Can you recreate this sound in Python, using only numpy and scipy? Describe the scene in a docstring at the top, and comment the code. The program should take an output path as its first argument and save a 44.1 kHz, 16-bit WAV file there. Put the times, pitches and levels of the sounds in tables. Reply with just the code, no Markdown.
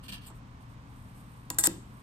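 """A thin steel ruler is picked up and laid on paper on a desk, close to a stereo microphone in a quiet room.
Its edge ticks, strikes, chatters and slaps flat; each contact is a click spread into a falling bending-wave
chirp, a burst of decaying steel modes and a low knock of the desk. Filtered noise makes the ruler's scrapes,
the hollow bodies of two knocks, an edge slide and a hand brushing the paper. Ventilation noise and a mains
hum lie underneath."""
import sys
import numpy as np
from scipy import signal
from scipy.fft import rfft, irfft, next_fast_len
from scipy.io import wavfile
from scipy.ndimage import map_coordinates

SR = 44100
rng = np.random.default_rng(int(sys.argv[2]) if len(sys.argv) > 2 else 0)


def master_out(mix):
    """Clip the mix to full scale and print it as 16-bit PCM to the path in sys.argv[1]."""
    frames = np.transpose(np.atleast_2d(mix))
    ceiling = np.clip(frames, -1, 1)
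    pcm = np.round(ceiling * 32767).astype(np.int16)
    wavfile.write(sys.argv[1], SR, pcm)


N = 89126
TIME = np.arange(N) / SR
RING_TIME = np.arange(SR // 4) / SR  # a quarter second for each contact


def amp(db):
    """Decibels to gain."""
    return 10 ** (np.asarray(db) / 20)


def unit(x):
    """Scale to rms 1."""
    return x / np.sqrt(np.mean(x ** 2) + 1e-20)


def fade(t, t60):
    """Exponential decay that starts at t = 0 and falls 60 dB in t60 seconds."""
    return np.exp(-np.log(1000) * np.maximum(t, 0) / t60)


def along(points, hz):
    """Read a curve of (frequency [Hz], value) points on a log frequency axis."""
    point_hz, value = np.transpose(points)
    return np.interp(np.log(hz + 1), np.log(point_hz + 1), value)


def filtered(x, response):
    """Multiply the spectrum of x by a complex response of frequency."""
    length = x.shape[-1]
    padded = next_fast_len(length + SR // 4)
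    spectrum = rfft(x, padded) * response(np.fft.rfftfreq(padded, 1 / SR))
    return irfft(spectrum, padded)[..., :length]


def half_angle(alike, hz):
    """Half the angle whose cosine is the left-right likeness."""
    return np.arccos(np.clip(along(alike, hz), -1, 1)) / 2


def stereo(pair, alike):
    """Mix two unrelated signals to left and right of a given likeness."""
    def mid_side_gains(hz):
        turn = half_angle(alike, hz)
        return np.array([np.cos(turn), np.sin(turn)])

    mid, side = filtered(pair, mid_side_gains)
    return np.array([mid + side, mid - side])


def noise(spectrum, alike):
    """Coloured stereo noise of rms 1."""
    coloured = filtered(rng.standard_normal((2, N)), lambda hz: amp(along(spectrum, hz)))
    return unit(stereo(coloured, alike))


def wobble(rate):
    """A smooth random curve, rate knots a second."""
    return map_coordinates(rng.standard_normal(4096), [TIME * rate], mode="wrap")


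def add(track, s, sound):
    """Mix a sound into a stereo track at s seconds."""
    part = track[:, round(s * SR):][:, :sound.shape[-1]]
    part += sound[..., :part.shape[1]]


# Colour of the ventilation: (frequency [Hz], relative level [dB])
AIR_COLOUR = [(15, -44), (30, -5.5), (90, -7), (123, -6), (146, -8), (286, -13.5), (323, -24), (682, -26),
              (1080, -20), (1280, -26), (8000, -47), (11000, -93.5)]
# Stereo width of ventilation, brushing and room tail: (frequency [Hz], left-right likeness [-1 to 1])
ROOM_LIKENESS = [(60, 0.97), (290, 0.99), (640, 0.19), (1400, 0.42), (15000, 0)]
AIR_DB, HUM_HZ, HUM_DB = -49.5, 119, -56
AIR_LAG_S = .0003  # the left channel hears the room tone this much later


def room_tone(waver_db=2):
    """Ventilation rumble and a slightly unsteady hum; the later left channel places both to the right."""
    hum = np.sqrt(2) * np.sin(2 * np.pi * HUM_HZ * TIME + 0.76 * wobble(5.8))
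    hum = hum * amp(HUM_DB + waver_db * wobble(7.4))
    ventilation = amp(AIR_DB) * noise(AIR_COLOUR, ROOM_LIKENESS)
    sides = np.array([[-1], [1]])
    return filtered(ventilation + hum, lambda hz: np.exp(1j * np.pi * hz * AIR_LAG_S * sides))


# Decay of the small room: (frequency [Hz], t60 [s])
ROOM_DECAY = [(200, 0.54), (1000, 0.3), (8000, 0.4), (14000, 0.25)]
# Colour of its reverberation: (frequency [Hz], gain [dB])
ROOM_COLOUR = [(150, -4.5), (500, -7), (1500, -13.5), (3000, -9.5), (8000, -22.5), (14000, -20.5)]


def room(x, onset_s=0.0027):
    """A small room's tail: noise in which each frequency dies at its own speed, convolved with the sound."""
    hz, t, grains = signal.stft(rng.standard_normal((2, SR // 2)), SR, nperseg=256)
    decay = fade(t, along(ROOM_DECAY, hz)[:, None]) * (1 - np.exp(-t / onset_s))
    tail = signal.istft(grains * decay, SR, nperseg=256)[1]
    tail = stereo(tail, ROOM_LIKENESS)
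    wet = signal.fftconvolve(x, tail / np.linalg.norm(tail[0]), axes=1)[:, :N]
    return filtered(wet, lambda hz: amp(along(ROOM_COLOUR, hz)))


# Strokes of the hand on the paper: (time of the peak [s], half length [s], level [dB])
HAND_STROKES = [(0.362, 0.016, -67), (0.623, 0.011, -67), (0.72, 0.02, -69.5), (1.02, 0.11, -69),
                (1.186, 0.026, -62.5), (1.318, 0.15, -69.5), (1.98, 0.12, -69)]
# Colour of skin on paper: (frequency [Hz], relative level [dB])
PAPER_COLOUR = [(1500, -6), (4000, -11), (6500, -12), (8800, 7), (10700, -8), (12500, 2.5), (14000, -5.5),
                (15500, -36)]


def brushing(rest_db=-78, grain_db=1.5):
    """Soft swells of skin on paper: grainy noise whose power follows the strokes above a faint floor."""
    power = amp(rest_db) ** 2
    for s, half_s, db in HAND_STROKES:
        power = power + amp(db) ** 2 * np.exp(-((TIME - s) / half_s) ** 2)
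    return np.sqrt(power) * amp(grain_db * wobble(150)) * noise(PAPER_COLOUR, ROOM_LIKENESS)


# Hollow mid-band noise, the bodies of two light knocks and then one edge slide:
# (start [s], end [s], level [dB])
HOLLOW_BURSTS = [(0.297, .316, -55), (1.503, 1.512, -44), (1.512, 1.586, -57)]
# Stereo width of the ruler's direct sound: (frequency [Hz], left-right likeness [-1 to 1])
DIRECT_LIKENESS = [(900, 0.92), (2000, -0.57), (3200, -0.084), (5000, -0.15), (8000, -0.0069),
                   (14000, 0.081)]
HOLLOW_HZ, HOLLOW_WIDTH_HZ = 930, 590  # one resonant band, passed twice


def hollow_noise():
    """Bursts of noise through a resonant band: the hollow bodies of two light knocks, then one edge slide."""
    def band(hz):
        passed = 1j * hz * HOLLOW_WIDTH_HZ
        return (passed / (HOLLOW_HZ ** 2 - hz ** 2 + passed)) ** 2

    level = sum(amp(db) * ((TIME > start) & (TIME < end)) for start, end, db in HOLLOW_BURSTS)
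    bursts = filtered(stereo(rng.standard_normal((2, N)), DIRECT_LIKENESS) * level, band)
    return unit(bursts) * np.sqrt(np.mean(level ** 2))


# Scrapes as the ruler is picked up: (time [s], length [s], rasp level [dB], hiss level [dB])
PICKUP_SCRAPES = [(0.027, 0.036, -55, -59), (0.08, .022, -43.5, -50), (0.117, 0.027, -42.5, -49.5),
                  (0.146, 0.035, -53.5, -65.5), (0.209, 0.046, -57.5, -63.5), (0.258, 0.027, -59.5, -54)]
# Colour of the mid rasp: (frequency [Hz], relative level [dB])
RASP_COLOUR = [(200, 0.5), (900, -16.5), (1800, -2.5), (2050, -16.5), (2500, 4), (3200, 2.5), (3800, -5.5),
               (4400, 2.5), (5300, -8.5), (15000, -47)]
# Colour of the metallic hiss: (frequency [Hz], relative level [dB])
HISS_COLOUR = [(6500, -45), (7600, 4), (8050, 1), (8370, 7), (9700, 0.5), (10700, -22), (12000, 4),
               (14200, -10), (15500, -37)]
SCRAPE_RISE, SCRAPE_T60 = 0.29, 0.067  # rise as a share of the stroke's length; decay after it [s]
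RIPPLE_DB, RIPPLE_HZ = 7, 89.55  # greatest depth and spacing of the steel's resonances in a scrape


def scrapes(grain_db=1.5):
    """Short grainy slides of the steel: a resonant mid rasp and a metallic hiss."""
    rasp, hiss = np.zeros(N), np.zeros(N)
    for s, length, rasp_db, hiss_db in PICKUP_SCRAPES:
        rise = np.clip((TIME - s) / (SCRAPE_RISE * length), 0, 1)
        stroke = rise * fade(TIME - s - length, SCRAPE_T60)
        rasp += amp(rasp_db) * stroke
        hiss += amp(hiss_db) * stroke
    knots = rng.standard_normal(size=512)

    def ripple(hz):
        return amp(RIPPLE_DB * np.tanh(map_coordinates(knots, [hz / RIPPLE_HZ], mode="wrap")))

    def rub(spectrum):
        return unit(filtered(noise(spectrum, DIRECT_LIKENESS), ripple))

    return amp(grain_db * wobble(400.4)) * (rasp * rub(RASP_COLOUR) + hiss * rub(HISS_COLOUR))


# Contacts of the ruler, played by desk, snaps and ring: (time [s], snap level before the shared gain [dB],
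# ring level [dB], ring tilt [dB per kHz], treble gain [dB], desk knock level [dB])
RULER_CONTACTS = [(.2705, -68, -52, 3, 0, -70), (.3017, -59, -59, 1, -10, -52),
                  (1.5026, -25.5, -42, -17, 1, -39), (1.5452, -49, -54, -4, -2, -60),
                  (1.5857, -26, -18, -1, 3, -35), (1.6113, -43, -32, 0, -1, -60),
                  (1.6338, -37, -39, 3, 8, -60), (1.6382, -21, -21, -1, -5, -46),
                  (1.6426, -38, -21.5, -2, -3, -47), (1.6470, -32, -23.5, 0, -2, -52),
                  (1.6530, -32, -20, 1, -5, -52), (1.6583, -38, -20, 0, -7, -52),
                  (1.6632, -29, -22, -4, -8, -43), (1.6709, -19.5, -24, -8, 3, -25)]
KICK_RAD = 0.92  # random phase: a contact's kick to each steel mode, and the waver of a desk knock
# Modes of the desk top: (frequency [Hz], relative level [dB], t60 [s])
DESK_MODES = [(120, -20, .2), (186, -14, .18), (318, -3, .11), (345, 1, .026), (245, -5, .035),
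              (480, -5, .03), (900, -11, .03)]
DESK_LAG_S, DESK_WAVER_RATE = 0.00548, 70  # delay of the knock; knots of its waver per second


def desk(attack_s=0.001):
    """The desk top answers each contact through the paper with a low knock of decaying, wavering modes."""
    out = np.zeros((2, N))
    for s, *_, knock_db in RULER_CONTACTS:
        waver = KICK_RAD * wobble(DESK_WAVER_RATE)[:len(RING_TIME)]
        waver = waver - waver[0]
        knock = np.zeros(len(RING_TIME))
        for hz, db, t60 in DESK_MODES:
            knock += amp(db) * np.sin(2 * np.pi * hz * RING_TIME + waver) * fade(RING_TIME, t60)
        add(out, s + DESK_LAG_S, amp(knock_db) * knock * (1 - np.exp(-RING_TIME / attack_s)))
    return out


TREBLE_FROM_HZ, TREBLE_FULL_HZ = 8500, 11500  # range over which a contact's treble gain sets in


def treble(hz):
    """Share of a contact's treble gain at each frequency; that gain sets each contact's own brightness."""
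    return np.clip((hz - TREBLE_FROM_HZ) / (TREBLE_FULL_HZ - TREBLE_FROM_HZ), 0, 1)


# Colour of a snap: (frequency [Hz], gain [dB])
SNAP_COLOUR = [(200, -21), (500, 0.5), (1000, 4.5), (1800, 1), (3000, 4), (5500, 7), (7500, 13), (10500, 6),
               (13000, 8), (16000, -8)]
STEEL_HZ = 8000  # centre of the bright ring, and the frequency that the chirp leaves in place
LAG_S = .0048  # travel time of a 1 kHz bending wave; it shortens with the root of frequency
TAIL_DB, TAIL_T60 = -5, .02  # noisy tail of a click: level and decay [s]
END_ECHO, END_ECHO_S = .6, .0013  # reflection from the ruler's end: share and mean delay


def ruler_snaps(gain_db=12):
    """A click, its inverted end echo and a noisy tail chirp downwards: steel carries treble faster than bass."""
    out = np.zeros((2, N))
    lead = SR // 100  # room for the treble that the chirp brings forward
    for s, snap_db, _, _, treble_db, _ in RULER_CONTACTS:
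        click = rng.standard_normal((2, len(RING_TIME))) * fade(RING_TIME, TAIL_T60)
        click = stereo(click, DIRECT_LIKENESS)
        click *= amp(TAIL_DB) * np.sqrt(2) / np.linalg.norm(click)
        click[:, 0] += 1
        echo_s = END_ECHO_S * (.5 + rng.random())  # varies with the place struck
        click[:, round(echo_s * SR)] -= END_ECHO
        click = np.pad(click, ((0, 0), (lead, 0)))
        click = filtered(click, lambda hz: amp(treble_db * treble(hz)))
        add(out, s - lead / SR, amp(snap_db + gain_db) * click)

    def chirp(hz):
        # group delay is LAG_S * sqrt(1 kHz / hz), less its value at STEEL_HZ
        cycles = LAG_S * (2 * np.sqrt(1e3 * hz) - hz * np.sqrt(1e3 / STEEL_HZ))
        apart = np.array([[1], [-1]]) * half_angle(DIRECT_LIKENESS, hz)
        return amp(along(SNAP_COLOUR, hz)) * np.exp(1j * (apart - 2 * np.pi * cycles))

    return filtered(out, chirp)


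CHOKE_T60 = 0.0052  # each contact damps the ring of the one before [s]
FLAT_S, PRESSED_T60 = 1.673, 0.014  # the ruler lies flat and the paper damps its ring [s]
SURGE, SURGE_T60 = 1.1, .012  # extra ring at the instant of contact: share and decay [s]


def ring(hz, db, t60, pan_db, blows, place_db=0, attack_s=0.00031):
    """Each blow (time, level, tilt, treble) rings the modes with a surge; the next blow or the paper damps them.

    The place struck is a random spread of about place_db in each mode's level."""
    out = np.zeros((2, N))
    modes = np.exp(2j * np.pi * hz[:, None] * RING_TIME) * fade(RING_TIME, t60[:, None])
    modes = modes * (1 - np.exp(-RING_TIME / attack_s))
    modes = modes * (1 + SURGE * fade(RING_TIME, SURGE_T60))
    pan = amp(np.array([pan_db, -pan_db]) / 2) / np.sqrt((amp(pan_db) + amp(-pan_db)) / 2)
    gain = amp(db) / np.linalg.norm(amp(db)) * pan
    apart = half_angle(DIRECT_LIKENESS, hz) * rng.choice([-1, 1], len(hz))
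    above_khz = np.clip((hz - STEEL_HZ) / 1e3, -1, 1)  # the tilt stops 1 kHz either side
    ends = [row[0] for row in RULER_CONTACTS[1:]] + [np.inf]
    drift = 2 * np.pi * rng.random(len(hz))
    for (s, blow_db, tilt, treble_db), end in zip(blows, ends):
        drift = drift + KICK_RAD * rng.standard_normal(len(hz))
        # modes run on from blow to blow, apart from the kick
        phase = drift + 2 * np.pi * hz * round(s * SR) / SR + np.array([apart, -apart])
        mode_db = blow_db + tilt * above_khz * (1 - treble(hz)) + treble_db * treble(hz)
        mode_db = mode_db + place_db * rng.standard_normal(len(hz))
        sound = ((gain * amp(mode_db) * np.exp(1j * phase)) @ modes).imag
        add(out, s, sound * fade(RING_TIME + s - end, CHOKE_T60))
    return out * fade(TIME - FLAT_S, PRESSED_T60)


# Strong steel modes: (frequency [Hz], relative level [dB], left-right difference [dB])
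STRONG_MODES = [(7100, -10, 3), (7260, -5, -2), (7406, -6, -1), (7575, -4, 1), (7994, 0, 0), (8053, -5, 2),
                (8183, -5, 4), (8389, -1, 11), (8850, -11, -4), (9506, -13, 5), (9734, -12, 7),
                (10457, -18, -3), (11327, -11, 0), (13276, -15, 0)]
# Low bending modes: (frequency [Hz], relative level [dB])
LOW_MODES = [(985, -6), (1297, -2), (1610, 2), (1930, 1), (3671, -3), (4300, -3), (4850, -5), (5378, -4)]
# Colour of the bed of weak bending modes: (frequency [Hz], relative level [dB])
WEAK_COLOUR = [(900, -13), (1800, -7), (2800, -14), (4200, -12), (6200, -13), (8000, 1), (10700, -2),
               (13000, 1), (16000, -10)]
# Ring time of the weak modes: (frequency [Hz], t60 [s])
WEAK_DECAY = [(1800, 0.27), (8000, 0.25), (14000, 0.065)]
STEEL_T60, DAMPING_POWER = .12, 1.2  # decay at STEEL_HZ [s]; how steeply it shortens with frequency
LOW_DB, LOW_T60, WEAK_DB = -9, 0.09, -4
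PLACE_DB = 3  # spread of the low and weak modes from blow to blow
TOP_HZ = 16300  # top of the weak modes and upper limit of the sound


def ruler_ring(count=80, scatter_db=3):
    """The steel's decaying modes: a bright cluster of strong ones, a few low ones and a dense weak bed."""
    s, snap_db, ring_db, tilt, treble_db, _ = np.transpose(RULER_CONTACTS)
    hz, db, pan_db = np.transpose(STRONG_MODES)
    t60 = STEEL_T60 * (STEEL_HZ / hz) ** DAMPING_POWER
    strong = ring(hz, db, t60, pan_db, zip(s, ring_db, tilt, treble_db))

    hz, db = np.transpose(LOW_MODES)
    low_blows = zip(s, (snap_db + ring_db) / 2, 0 * s, treble_db)
    low = ring(hz, db, np.full(len(hz), LOW_T60), 0 * hz, low_blows, PLACE_DB)

    hz = (np.arange(count) + 2 + rng.random(count)) * TOP_HZ / (count + 2)
    db = along(WEAK_COLOUR, hz) + scatter_db * rng.standard_normal(count)
    weak_blows = zip(s, ring_db, 0 * s, treble_db)
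    weak = ring(hz, db, along(WEAK_DECAY, hz), 0 * hz, weak_blows, PLACE_DB)
    return strong + amp(LOW_DB) * low + amp(WEAK_DB) * weak


def scene():
    """Ruler and desk with their reverberation, over the hand and the room tone."""
    near = ruler_ring() + ruler_snaps() + desk() + scrapes() + hollow_noise()
    return near + room(near) + brushing() + room_tone()


# Colour difference of the two channels: (frequency [Hz], left minus right [dB])
CHANNEL_BALANCE = [(200, 2), (1000, -3.5), (5000, -0.5), (8000, 1.5), (13000, 0.5)]


def record(dry):
    """The two channels differ a little in colour, with nothing at or above TOP_HZ."""
    sides = np.array([[1], [-1]])
    return filtered(dry, lambda hz: amp(sides * along(CHANNEL_BALANCE, hz) / 2) * (hz < TOP_HZ))


dry = scene()
out = record(dry)
master_out(out)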